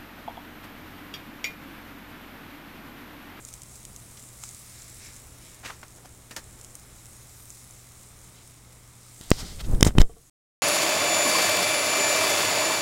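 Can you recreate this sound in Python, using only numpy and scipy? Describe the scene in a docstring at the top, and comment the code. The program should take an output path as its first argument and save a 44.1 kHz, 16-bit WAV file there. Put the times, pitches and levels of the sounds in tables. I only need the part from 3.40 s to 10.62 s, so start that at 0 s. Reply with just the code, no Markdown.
"""A wooden deck outdoors, the microphone close to a charcoal grill of seafood and vegetables.
Behind it lie low air, a faint mains hum and a dog's paws scuffing the boards. Up front, tiny steam
bubbles burst on the food, fat spits, and juice boils and flares on the coals. Near the end a hand
rubs and knocks the camera, overloading its microphone, and switches it off."""
import sys
import numpy as np
from scipy import signal
from scipy.fft import rfft, irfft, next_fast_len
from scipy.io import wavfile
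from scipy.ndimage import uniform_filter1d

SR = 44100
rng = np.random.default_rng(int(sys.argv[2]) if len(sys.argv) > 2 else 0)


def put_to_file(sound):
    """Save the sound as 16-bit audio at rate SR, in the file named by the first command-line argument."""
    columns = np.atleast_2d(sound).T  # one column per channel
    safe = np.clip(columns, -1, 1)
    whole_steps = np.round(safe * 32767)
    wavfile.write(sys.argv[1], SR, whole_steps.astype(np.int16))


N = 318402
TIME = np.arange(N) / SR


def undb(db):
    """Decibels to gain."""
    return 10 ** (np.asarray(db) / 20)


def unit(x):
    """Scale to rms 1."""
    return x / np.sqrt(np.mean(x ** 2))


def curve(rows):
    """Join (time, value) rows into a line through the scene."""
    return np.interp(TIME, *np.transpose(rows))


def colour(x, points):
    """Causal filter with the given (Hz, dB) outline; the result has rms 1."""
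    size = 2 * next_fast_len(N // 2 + 4096)
    hz, db = np.transpose(points)
    gain = undb(np.interp(np.log(np.fft.rfftfreq(size, 1 / SR) + 1), np.log(hz), db))
    cepstrum = irfft(np.log(gain))
    cepstrum[1:size // 2] *= 2  # fold to minimum phase
    cepstrum[size // 2 + 1:] = 0
    return unit(irfft(rfft(x, size) * np.exp(rfft(cepstrum)))[:N])


def resonate(x, hz, width):
    """One resonance, gain 1 at its centre."""
    hz = min(hz, .45 * SR)
    w = 2 * np.pi * hz / SR
    a = np.sin(w) * width / hz / 2
    return signal.lfilter([a, 0, -a], [1 + a, -2 * np.cos(w), 1 - a], x)


def add(track, s, sound):
    """Mix a sound in from time s."""
    start = max(int(s * SR), 0)
    track[start:start + len(sound)] += sound[:N - start]


def walk(per_s):
    """Slow random drift with a spread near 1."""
    step = int(SR / per_s)
    held = np.repeat(rng.standard_normal(N // step + 1), step)
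    return uniform_filter1d(held, step)[:N] * np.sqrt(3 / 2)


def bursts(per_s, spread_db):
    """Random tiny clicks, many weak and a few strong."""
    strength = np.minimum(rng.exponential(size=N), 6)
    clicks = (rng.random(N) < per_s / SR) * rng.choice([-1, 1], N)
    return unit(clicks * undb(spread_db * strength))


def swell(t, rise, fall):
    """A rounded rise to 1 at t = 0, then an exponential fall."""
    return np.exp(-np.where(t < 0, (t / rise) ** 2 / 2, t / fall))


def struck(modes, t):
    """Each mode's fading sine, one row a mode; wide modes start stronger and die sooner."""
    first_width = modes[0][1]
    return np.array([undb(db) * width / first_width * np.exp(-np.pi * width * t)
                     * np.sin(2 * np.pi * hz * t) for hz, width, db in modes])


def gritty_strokes(strokes, body, grit_db, spread):
    """Noise of friction or steam swells and dies with each stroke, and rings the body next to it."""
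    out, t = np.zeros(N), TIME[:2 * SR // 3] - .2
    for s, db, rise, fall, hz, body_db in strokes:
        grit = rng.standard_normal(len(t)) * undb(grit_db * rng.standard_normal(len(t)))
        stroke = swell(t, rise, fall)
        rasp = unit(resonate(resonate(grit, hz, spread * hz), hz, 2 * spread * hz))
        ring = unit(sum(undb(g) * resonate(rng.permutation(grit), f, w) for f, w, g in body))
        lingering = np.where(t < 0, stroke, stroke ** 0.59)
        add(out, s + t[0], undb(db) * (rasp * stroke + undb(body_db) * ring * lingering))
    return out


# Open air around the deck: (frequency [Hz], relative level [dB])
AIR_SPECTRUM = [(20, -6.5), (40, -0.5), (60, -0.5), (85, -0.5), (140, -7), (250, -9.5), (400, -14),
                (700, -16.5), (1200, -19.5), (2500, -25), (8000, -41)]
# Mains hum in the background: (frequency [Hz], level [dB])
HUM_PARTIALS = [(59.9, -68.5), (120.2, -56.5), (179.7, -72.5)]
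def outdoors(breeze_db=-52, drops_s=3.32, fall_db_per_s=0.9):
    """Low, gently moving air holds and then dies down over a steady hum."""
    air_db = breeze_db - fall_db_per_s * np.maximum(TIME - drops_s, 0)
    air = colour(rng.standard_normal(N), AIR_SPECTRUM) * undb(air_db + .7 * walk(4))
    hum = sum(np.sqrt(2) * undb(db) * np.sin(2 * np.pi * hz * TIME + .15 * walk(3))
              for hz, db in HUM_PARTIALS)
    return air + hum


# Paws off-mic: (time [s], level [dB], rise [s], fall [s], centre [Hz], board share [dB])
PAW_SCUFFS = [(2.241, -42, 0.0051, .008, 1060, -11), (2.260, -38, 0.01, 0.032, 1950, -2.5),
              (2.305, -37.5, 0.0071, 0.014, 1100, -15), (2.431, -39.5, 0.0011, 0.0082, 1120, -10),
              (2.585, -52.5, 0.013, 0.03, 520, -20), (2.655, -46.5, 0.0056, 0.01, 700, -3),
              (2.912, -40.5, 0.0017, 0.01, 1830, 0.5), (2.965, -35, 0.0011, 0.0098, 2100, 4.5)]
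# Deck boards underfoot: (frequency [Hz], width [Hz], level [dB])
BOARD_MODES = [(216, 46, 9), (298, 130, 1.5), (544, 100, .5), (960, 160, 0), (1320, 160, -2),
               (1800, 220, 3), (2400, 440, -9), (6000, 4000, -4)]
def paws():
    """A dog's paws scrape the deck and set its boards ringing."""
    return gritty_strokes(PAW_SCUFFS, BOARD_MODES, grit_db=6.0, spread=1.13)


# Handling rumble, through the case into the microphone: (frequency [Hz], relative level [dB])
RUMBLE_SPECTRUM = [(12, -0.5), (30, -2.5), (60, -5.5), (120, -12), (250, -20.5), (500, -29.5), (1000, -42),
                   (3000, -60)]
# Squeezes on the case: (time [s], level [dB], rise [s], fall [s])
CASE_SQUEEZES = [(6.036, -31, .008, 0.016), (6.331, -19, .04, 0.05), (6.486, -17.5, 0.034, .011),
                 (6.585, -15.5, .015, 0.015)]
def grip(from_s=5.94, to_s=6.63, hold_db=-39.5, grab_db_per_s=195, release_db_per_s=94.5):
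    """The case flexes and rumbles as the hand takes hold, squeezes and lets go."""
    grab_db = grab_db_per_s * np.maximum(from_s - TIME, 0)
    release_db = release_db_per_s * np.maximum(TIME - to_s, 0)
    hold = undb(hold_db - grab_db - release_db)
    squeezes = sum(undb(db) * swell(TIME - s, rise, fall) for s, db, rise, fall in CASE_SQUEEZES)
    return colour(rng.standard_normal(N), RUMBLE_SPECTRUM) * (hold + squeezes)


# Finger knocks right at the microphone:
# (time [s], push [dB], contact [s], crack [dB], brightness [Hz], spread over the modes [octaves])
FINGER_KNOCKS = [(5.81, -32, 0.00077, -33, 6000, 1.4), (5.9039, -27, 0.00028, -16.5, 8140, 0.47),
                 (5.9156, 5, 0.00035, -13.5, 2400, 1.9), (6.348, -26.5, .0004, -35.5, 4500, 1.7),
                 (6.4081, -14.5, .0004, -14.5, 5500, 1.3), (6.4271, 2.5, .0006, -1, 5250, 2.0),
                 (6.448, -16, 0.00028, -19.5, 4840, 1.8), (6.4664, -2, 0.00074, -32, 1000, 1.0),
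                 (6.507, -28, .0002, -40, 1800, .92), (6.553, -16.5, 0.001, -42.5, 1500, 1.0),
                 (6.5835, 7.5, .0005, -7, 3080, 0.31), (6.601, 3, 0.0072, -40.5, 3000, 1.2),
                 (6.615, -7.5, 0.0005, -12, 3650, 1.34)]
# The camera's shell: (frequency [Hz], width [Hz], level [dB])
SHELL_MODES = [(660, 360, 5.5), (1320, 420, 3), (2000, 350, 2.5), (3080, 220, 2), (3720, 300, 0),
               (5170, 360, -1), (7260, 870, -1.5), (8650, 450, -2.5), (13600, 2600, -7)]
def knocks(crack_s=0.0005, shell_db=-3.5, leak_hz=15):
    """A finger pushes on the microphone's air pocket; as it lets go the shell cracks and rings."""
    push, crack, t = np.zeros(N), np.zeros(N), TIME[:4096]
    shell, shell_hz = struck(SHELL_MODES, t), np.array(SHELL_MODES)[:, 0]
    for s, push_db, contact, crack_db, hz, octaves in FINGER_KNOCKS:
        add(push, s, -undb(push_db) * t / contact * np.exp(1 - t / contact))
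        # each spot on the shell wakes its own modes, in either direction
        reach = np.exp(-(np.log2(shell_hz / hz) / octaves) ** 2) * rng.choice([-1, 1], len(shell))
        snap = rng.standard_normal(len(t)) * np.exp(-t / crack_s)
        snap = resonate(resonate(snap, hz, 2.0 * hz), hz, 2.8 * hz)
        add(crack, s + 3 * contact, undb(crack_db) * (snap + undb(shell_db) * reach @ shell))
    # the pocket leaks, so the pressure swings back after each push
    return signal.lfilter(*signal.butter(1, leak_hz, "high", fs=SR), push) + crack


# Skin by the microphone: (time [s], level [dB], rise [s], fall [s], centre [Hz], shell share [dB])
SKIN_RUBS = [(5.835, -52.5, 0.021, .068, 3980, -3), (5.935, -42.5, 0.026, 0.056, 4900, -7),
             (6.005, -38, 0.022, 0.024, 4960, -4.5), (6.085, -44.5, .038, 0.067, 4530, -7.5),
             (6.213, -39, .013, 0.0028, 3300, -0.5), (6.252, -48.5, 0.0088, .008, 4000, 0.5),
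             (6.452, -27.5, 0.0028, 0.0072, 7230, -5), (6.473, -28.5, 0.0064, 0.0075, 6300, -0.5),
             (6.608, -31.5, 0.0062, 0.0052, 3530, 3)]
def rubs():
    """Skin slides over the camera, and the friction rings its shell."""
    return gritty_strokes(SKIN_RUBS, SHELL_MODES, grit_db=2, spread=0.7)


# Taps of the camera on its stand: (time [s], level [dB])
STAND_TAPS = [(6.624, -34.5), (6.696, -43.5), (6.767, -49.5)]
# The stand under the microphone: (frequency [Hz], width [Hz], level [dB])
STAND_MODES = [(456, 20, 1), (700, 31, -7), (1145, 29, -14), (1300, 33, -23.5), (3100, 18, -21.5)]
def rocking():
    """The camera rocks to rest, ringing its stand more weakly each time."""
    out = np.zeros(N)
    ring = struck(STAND_MODES, TIME[:SR // 3]).sum(axis=0)
    for s, db in STAND_TAPS:
        add(out, s, undb(db) * ring)
    return out


# Flares under the grate: (time [s], level [dB], rise [s], fall [s], centre [Hz], firebox share [dB])
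STEAM_FLARES = [(0.773, -48.5, 0.0021, 0.0095, 4220, -1.5), (1.037, -42, .0008, .002, 1100, 2),
                (1.055, -45.5, .034, 0.066, 7250, -12), (1.39, -58, 0.1, 0.21, 4800, 2.5),
                (1.66, -53, 0.041, 0.041, 6000, 6), (2.07, -59, 0.058, 0.094, 3230, 2),
                (4.04, -58, 0.094, .08, 13000, -25), (4.99, -60, .04, 0.089, 3600, -4),
                (5.65, -60, 0.04, 0.17, 5500, -15)]
# The firebox around the coals: (frequency [Hz], width [Hz], level [dB])
FIREBOX_MODES = [(1760, 380, -6), (2220, 300, 0.5), (3860, 400, -5), (5440, 500, -1.5), (7400, 640, -1.5)]
def flares():
    """Fat and juice flash to steam, and the firebox resonates."""
    return gritty_strokes(STEAM_FLARES, FIREBOX_MODES, grit_db=5.5, spread=0.59)


# Hiss from down on the coals: (frequency [Hz], relative level [dB])
JUICE_SPECTRUM = [(400, -11), (900, -6), (1200, 4.5), (1650, -5.5), (2100, 3.5), (2900, -5.5), (3900, 0.5),
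                  (4500, -7), (5400, 1), (7500, -12), (14000, -20.5)]
def juice(heat_db, usual_db=-59.5, usual_heat_db=-50, follows=0.38):
    """Dripping juice boils off the coals with a lower hiss that follows the heat only in part."""
    boiling = unit(rng.standard_normal(N) + undb(-3) * bursts(per_s=1500, spread_db=3.5))
    juice_db = usual_db + follows * (heat_db - usual_heat_db)
    return colour(boiling, JUICE_SPECTRUM) * undb(juice_db + 0.48 * walk(12))


def faint_drops(heat_db, first_per_s=9.9, later_per_s=3, settle_s=1.2, over_heat_db=19.5, body_db=-12):
    """Rows for small spits of fat: random, thinning out, as strong as the food fries."""
    per_s = later_per_s + (first_per_s - later_per_s) * np.exp(-TIME / settle_s)
    peak_db = heat_db + over_heat_db + rng.standard_normal(N)
    return [(TIME[i], peak_db[i], body_db) for i in np.flatnonzero(rng.random(N) < per_s / SR)]


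# Loud spits of fat, close up: (time [s], peak level [dB], low body share [dB])
LOUD_SPITS = [(0.049, -22.5, -24), (0.0857, -27.5, -7), (0.1374, -23.5, -6), (0.2177, -26.5, -6),
              (0.2327, -26.5, -10), (0.4508, -22.5, -4.5), (0.5616, -24.5, -7), (1.036, -22, -1),
              (1.0894, -25, -10), (3.2114, -27.5, -11), (3.2452, -27, -2), (3.352, -22, -11),
              (3.6561, -28.5, -9), (4.1026, -26.5, -22), (4.3081, -31, -8)]
def spits(heat_db, centre_hz=7300, pitch_spread=0.035, lag_s=.0013):
    """A drop of fat bursts: a sharp snap, its scatter off the grate, then a faint tail from the deck."""
    out, t = np.zeros(N), TIME[:2048]
    scatter = undb(-15) * np.exp(-t / 0.0011)
    tail = undb(-31) * np.exp(-t / 0.0074)
    for s, db, body_db in LOUD_SPITS + faint_drops(heat_db):
        hz = centre_hz * np.exp(pitch_spread * rng.standard_normal())
        snap = (t == 0) + rng.standard_normal(len(t)) * (scatter + tail)
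        body = undb(body_db) * resonate(snap, hz=2400, width=3200)
        tick = resonate(resonate(snap, hz, 0.43 * hz) + body, hz, 1.24 * hz)
        add(out, s + lag_s, undb(db) * tick / np.abs(tick).max())
    return out


# The sizzle in front of the microphone: (frequency [Hz], relative level [dB])
SIZZLE_SPECTRUM = [(1500, -32), (3000, -18.5), (4600, -13.5), (5900, -9), (7200, -3), (8700, -3.5),
                   (10500, -8), (13000, -13.5), (16000, -16.5)]
# Fizz of single pieces on the grate: (frequency [Hz])
PIECE_PITCHES = [5500, 6600, 7500, 8800, 10400]
def sizzle(heat_db, over_heat_db=1.2, flutter=.22, piece_width_hz=800):
    """Steam bubbles burst on the food in thousands; each piece spurts and rests on its own."""
    bubbles = unit(rng.standard_normal(N) + undb(-1.0) * bursts(per_s=2800, spread_db=3.5))
    spurts = sum(flutter * walk(18) * resonate(bubbles, hz, piece_width_hz) for hz in PIECE_PITCHES)
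    return colour(bubbles + spurts, SIZZLE_SPECTRUM) * undb(heat_db + over_heat_db + .5 * walk(27))


# How hard the food fries: (time [s], level [dB])
FRYING_HEAT = [(0.0, -52.5), (0.98, -51), (1.19, -48.5), (2.6, -56), (4.13, -51.5), (5.39, -57),
               (5.65, -55), (5.8, -52.5)]
# The palm shields the microphone from the deck: (time [s], gain [dB])
PALM_SHIELD = [(6.43, -0.5), (6.53, -8.5)]
def scene():
    """Air, paws and grill reach one microphone, shielded at the end by the hand on the camera."""
    heat_db = curve(FRYING_HEAT)
    hand = grip() + knocks() + rubs() + rocking()
    background = outdoors() + paws()
    grill = sizzle(heat_db) + juice(heat_db) + flares() + spits(heat_db)
    return ((background + grill) * undb(curve(PALM_SHIELD)) + hand)[None]


OFF_S, TOP_HZ = 6.8975, 15800
def record(dry):
    """The microphone clips on the knocks; the sound stops at switch-off; the top is cut."""
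    clipped = np.clip(dry, -.97, .97) * (TIME < OFF_S)
    return signal.sosfilt(signal.ellip(10, .1, 80, TOP_HZ, fs=SR, output="sos"), clipped)


dry = scene()
out = record(dry)
put_to_file(out)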